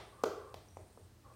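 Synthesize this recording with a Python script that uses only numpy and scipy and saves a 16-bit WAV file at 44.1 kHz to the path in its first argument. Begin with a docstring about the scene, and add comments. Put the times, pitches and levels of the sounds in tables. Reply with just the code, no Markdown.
"""Wet shaving brush in a bathroom

A brush slaps and drags lather over a face. Each slap is a soft cycle of air squeezed from under the
bristles, ringing the face; noise bursts splash foam; random slips drag; clicks and sines burst bubbles.
Close echoes, a gap, then dense taps and standing waves answer. Low hum and soft hiss fill the room.
"""
import sys
import numpy as np
from scipy import signal
from scipy.fft import rfft, irfft
from scipy.io import wavfile

SR = 44100
rng = np.random.default_rng(int(sys.argv[2]) if len(sys.argv) > 2 else 0)


def nominal_scale(level):
    """Amplitude ratio for a level in decibels (scalar or array-like)."""
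    x = np.asarray(level, float) / 20
    return 10 ** x


def generate_wav(sig):
    """Save sig (samples, or channels by samples) to the path in sys.argv[1] as 16-bit PCM at SR."""
    pcm = np.round(np.clip(np.atleast_2d(sig).T, -1, 1) * 32767).astype(np.int16)
    wavfile.write(sys.argv[1], SR, pcm)


N = 59535
LEAD_S = 0.2  # rendered before zero, so that an earlier slap still rings

# hiss spectrum, before a high-pass: [f/Hz, relative level/dB]
HISS_SPECTRUM = [(15, -63), (25, -46), (58, -15), (114, -3), (223, -9), (277, -10.5), (335, -9),
                 (405, -21.5), (439, -19), (887, -20.5), (3340, -29), (4030, -27), (16000, -36)]
# weaker low tones: [f/Hz, width of each of two passes/Hz, rms level/dB]
WEAK_HUMS = [(113.6, 9.5, -69.5), (53.7, 24, -69)]
# strongest low tone: [t/s, level/dB]
HUM_SWELL = [(0.0, -66), (0.078, -71), (0.83, -59.5), (0.962, -65), (1.0, -60.5), (1.146, -61),
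             (1.312, -63), (1.35, -59)]
# mirror and sink: [delay/s, level over direct/dB]
NEAR_ECHOES = [(.004, -13), (.0075, -15)]
# wall reverberation: [f/Hz, t60/s]
WALL_DECAY = [(200, 0.3), (400, 0.65), (600, 0.61), (1400, 0.6), (3700, 0.58), (9700, 0.34), (14000, 0.45)]
# wall reverberation colour: [f/Hz, gain/dB]
WALL_COLOUR = [(200, 1), (420, -3), (800, -6), (1300, -4.5), (1700, 2), (2500, -3), (6000, 1), (9000, 0),
               (14000, 1.5)]
# standing waves of the small room: [f/Hz, level/dB, t60/s]
ROOM_MODES = [(320.4, -49.5, 0.37), (350.5, -47, 0.26), (381.7, -52, 0.63), (414.2, -54, 0.61),
              (492, -54, 0.4), (560.7, -55.5, 0.35), (585, -54, 0.28), (631.4, -47.5, 0.26)]
# many small bubbles: [t/s, level/dB]
FIZZ_LEVEL = [(0, -76.5), (.3, -79.5), (.6, -80.5), (.75, -79), (.95, -77), (1.052, -78.5), (1.132, -98),
              (1.35, -76.5)]
# single foam bubbles bursting: [t/s, level before onset/dB, f/Hz, t60/s]
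BUBBLES = [(0.679, -64.5, 8700, 0.012), (0.6802, -61, 12400, 0.0037), (0.686, -53, 5800, 0.013),
           (0.7457, -62, 8700, 0.0052), (.9950, -53, 7050, 0.0022)]
# bristle drags: [start/s, length before fall/s, hollow tone level/dB, rub over tone/dB]
DRAGS = [(0.111, 0.31, -61, -5), (0.388, 0.15, -60.5, -6.5), (1.237, 0.085, -62, -3.5)]
# hollow cheek tone: [f/Hz, width of first pass (second is double)/Hz, relative level/dB]
CHEEK = [(1112, 77, 15.5), (1300, 69, -9)]
# dull rub of skin: [f/Hz, width of first pass (second is double)/Hz, relative level/dB]
SKIN_RUB = [(328, 164, -0.5), (520, 262, 12), (795, 180, 8)]
# foam thrown off by slaps: [t/s, peak level/dB, centre f/Hz, half-width at half amplitude/octaves]
SPLASHES = [(-.06, -31, 2320, 1.0), (.2366, -34, 5800, 0.53), (.2370, -38.5, 11600, 1),
            (.2400, -32.5, 2900, 0.82), (.5424, -40.5, 2780, 1), (.5430, -53.5, 11220, .6),
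            (.5462, -77, 4500, 0.48), (.7700, -55, 2040, 0.39), (.7715, -54, 6900, 0.31),
            (1.339, -66, 2470, 0.13)]
# air squeezed from under bristles: [t/s, snap peak level/dB, snap f/Hz, face ring over snap/dB]
SLAPS = [(-.06, -24, 850, -36), (.2384, -22.5, 799, -1), (.5433, -36, 695, -37), (.7706, -36, 680, -42.5),
         (.9757, -49, 730, -5)]
# face modes set ringing by a slap: [f/Hz, time to fall 63 dB/s, relative peak level/dB]
FACE_MODES = [(251, 0.0165, -4.5), (444.5, 0.045, 1), (1340, 0.0059, -1.5)]


def evened(x):
    """Scales to an rms of one."""
    return x / np.sqrt(np.mean(x ** 2) + 1e-20)


def read(points, hz):
    """Interpolates a table on a log-frequency axis."""
    f, value = np.transpose(points)
    return np.interp(np.log(hz + 1), np.log(f + 1), value)


def add(mix, start_s, sound):
    """Mixes a sound in at start_s, in place."""
    part = mix[round((start_s + LEAD_S) * SR):][:len(sound)]
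    part += sound[:len(part)]


def resonate(x, hz, width_hz):
    """Two-pole resonance; the pole radius sets the bandwidth."""
    r = np.exp(-np.pi * width_hz / SR)
    return signal.lfilter([1, 0, -1], [1, -2 * r * np.cos(2 * np.pi * hz / SR), r * r], x)


def ring(t, hz, t60):
    """Exponentially dying sine."""
    return np.sin(2 * np.pi * hz * t) * nominal_scale(-60 * t / t60)


def grains(size, per_s, spread_db):
    """Sparse clicks of random sign, a few of them large."""
    hit = rng.random(size) < per_s / SR
    excess = np.minimum(rng.exponential(1, size), 4)
    return hit * rng.choice([-1., 1.], size) * nominal_scale(spread_db * excess)


def coloured(points, size):
    """Noise with the given spectrum, rms one."""
    hz = np.fft.rfftfreq(size, 1 / SR)
    spectrum = rfft(rng.standard_normal(size)) * nominal_scale(read(points, hz))
    return evened(irfft(spectrum, size))


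def waver(hz, width_hz):
    """Noise passed twice through a narrow resonance: a wavering tone, rms one."""
    noise = rng.standard_normal(N + SR)
    tone = resonate(resonate(noise, hz, width_hz), hz, width_hz)
    return evened(tone[SR:])  # filter onset dropped


def hiss():
    """Soft steady hiss: coloured noise, high-passed."""
    high_pass = signal.butter(2, 140, "high", fs=SR, output="sos")
    rms_db = -66.5
    return nominal_scale(rms_db) * evened(signal.sosfilt(high_pass, coloured(HISS_SPECTRUM, N)))


def hum():
    """Low tones of narrow-band noise; the strongest swells."""
    swell = nominal_scale(np.interp(np.arange(N) / SR, *np.transpose(HUM_SWELL)))
    strongest = swell * waver(88.7, 15)
    return strongest + sum(nominal_scale(db) * waver(hz, width_hz) for hz, width_hz, db in WEAK_HUMS)


def bathroom(x):
    """Two close echoes, a gap, then dense taps dying band by band over the standing waves."""
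    walls_db, gap_s, rise_s = -0.5, 0.011, 0.006
    taps = np.zeros(SR)
    at = np.arange(0, SR - 20, 20)
    taps[at + rng.integers(0, 20, len(at))] = rng.choice([-1., 1.], len(at))
    hz, t, bands = signal.stft(taps, SR, nperseg=256)
    bands = bands * nominal_scale(-60 * t / read(WALL_DECAY, hz)[:, None])
    norm = np.linalg.norm(signal.istft(bands, SR, nperseg=256)[1])  # before colour
    bands = bands * nominal_scale(read(WALL_COLOUR, hz))[:, None]
    walls = signal.istft(bands, SR, nperseg=256)[1][:SR]
    t = np.arange(len(walls)) / SR
    modes = sum(nominal_scale(db) * ring(t + rng.random() / f, f, t60) for f, db, t60 in ROOM_MODES)
    response = (walls * nominal_scale(walls_db) / norm + modes) * np.clip((t - gap_s) / rise_s, 0, 1)
    response[0] = 1  # direct sound
    for delay_s, db in NEAR_ECHOES:
        response[round(delay_s * SR)] += nominal_scale(db)
    return signal.fftconvolve(x, response)[:len(x)]


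def foam(size):
    """Fine fizz of resonated clicks; single bubbles burst as short dying sines."""
    per_s, fizz_hz, width_hz = 2700, 8700, 1670  # width of each of two passes
    clicks = grains(size, per_s, 3.0)
    fizz = resonate(resonate(clicks, fizz_hz, width_hz), fizz_hz, width_hz)
    level = nominal_scale(np.interp(np.arange(size) / SR - LEAD_S, *np.transpose(FIZZ_LEVEL)))
    out = level * evened(fizz)
    t = np.arange(1500) / SR
    onset = 1 - np.exp(-t / 0.00029)
    for start_s, db, hz, t60 in BUBBLES:
        add(out, start_s, nominal_scale(db) * onset * ring(t, hz, t60))
    return out


def body(slips, modes):
    """Resonances of cheek or skin driven by bristle slips, rms one."""
    out = 0
    for hz, width_hz, db in modes:
        tone = resonate(resonate(slips, hz, width_hz), hz, 2 * width_hz)
        out = out + nominal_scale(db) * evened(tone)
    return evened(out)


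def drag(start_s, length_s, db, rub_db):
    """Quick bristle slips sound through the hollow cheek and the skin."""
    slips_per_s, rise_s, fall_s = 1500, 0.018, 0.016  # fall: time constant
    t = np.arange(0, length_s + 4 * fall_s, 1 / SR)
    slips = grains(len(t), slips_per_s, 2.0)
    shape = np.minimum(t / rise_s, 1) * np.exp(-np.maximum(t - length_s, 0) / fall_s)
    sound = body(slips, CHEEK) + nominal_scale(rub_db) * body(slips, SKIN_RUB)
    return start_s, nominal_scale(db) * shape * sound


def splash(start_s, db, hz, octaves):
    """Short spatter of droplets: shaped noise, spectrum flattened, then one broad band."""
    t = np.arange(-64, 1984) / SR
    rise_s, shape_t60_s = 0.0012, 0.022
    shape = np.clip(1 + t / rise_s, 0, 1) * nominal_scale(-60 * np.maximum(t, 0) / shape_t60_s)
    drops = rfft(rng.standard_normal(len(t)) * shape)
    away = np.log2((np.fft.rfftfreq(len(t), 1 / SR) + 1) / hz) / octaves
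    # unit magnitudes, phases kept; the root of the shape trims the smear
    wet = irfft(drops / abs(drops) / (1 + away ** 4)) * np.sqrt(shape)
    return start_s + t[0], nominal_scale(db) * wet / abs(wet).max()


def slap(start_s, db, snap_hz, ring_db):
    """One soft cycle of squeezed air, which sets the face ringing."""
    sigma_cycles = 0.34  # Gaussian envelope
    t = np.arange(-200, 2048) / SR
    envelope = np.exp(-.5 * (t * snap_hz / sigma_cycles) ** 2)
    snap = -np.sin(2 * np.pi * snap_hz * t) * envelope
    face = 0
    for hz, fall_s, mode_db in FACE_MODES:
        mode = resonate(snap, hz, 2.32 / fall_s)
        face = face + nominal_scale(mode_db) * mode / abs(mode).max()
    return start_s + t[0], nominal_scale(db) * (snap / abs(snap).max() + nominal_scale(ring_db) * face)


def scene():
    """Brush and foam in the bathroom over hiss and hum."""
    size = N + round(LEAD_S * SR)
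    brush = foam(size)
    for rows, source in ((SLAPS, slap), (SPLASHES, splash), (DRAGS, drag)):
        for row in rows:
            add(brush, *source(*row))
    return (bathroom(brush)[-N:] + hiss() + hum())[None]


def band_limit(x):
    """A steep low-pass at the top of the band."""
    return signal.sosfilt(signal.butter(12, 16290, fs=SR, output="sos"), x)


def record(dry):
    """Linear-phase low-pass limits the band."""
    edge_hz = 16050
    low_pass = signal.firwin(511, edge_hz, window=("kaiser", 9), fs=SR)[None]
    mix = signal.oaconvolve(dry, low_pass, "same")
    return band_limit(mix)


dry = scene()
out = record(dry)
generate_wav(out)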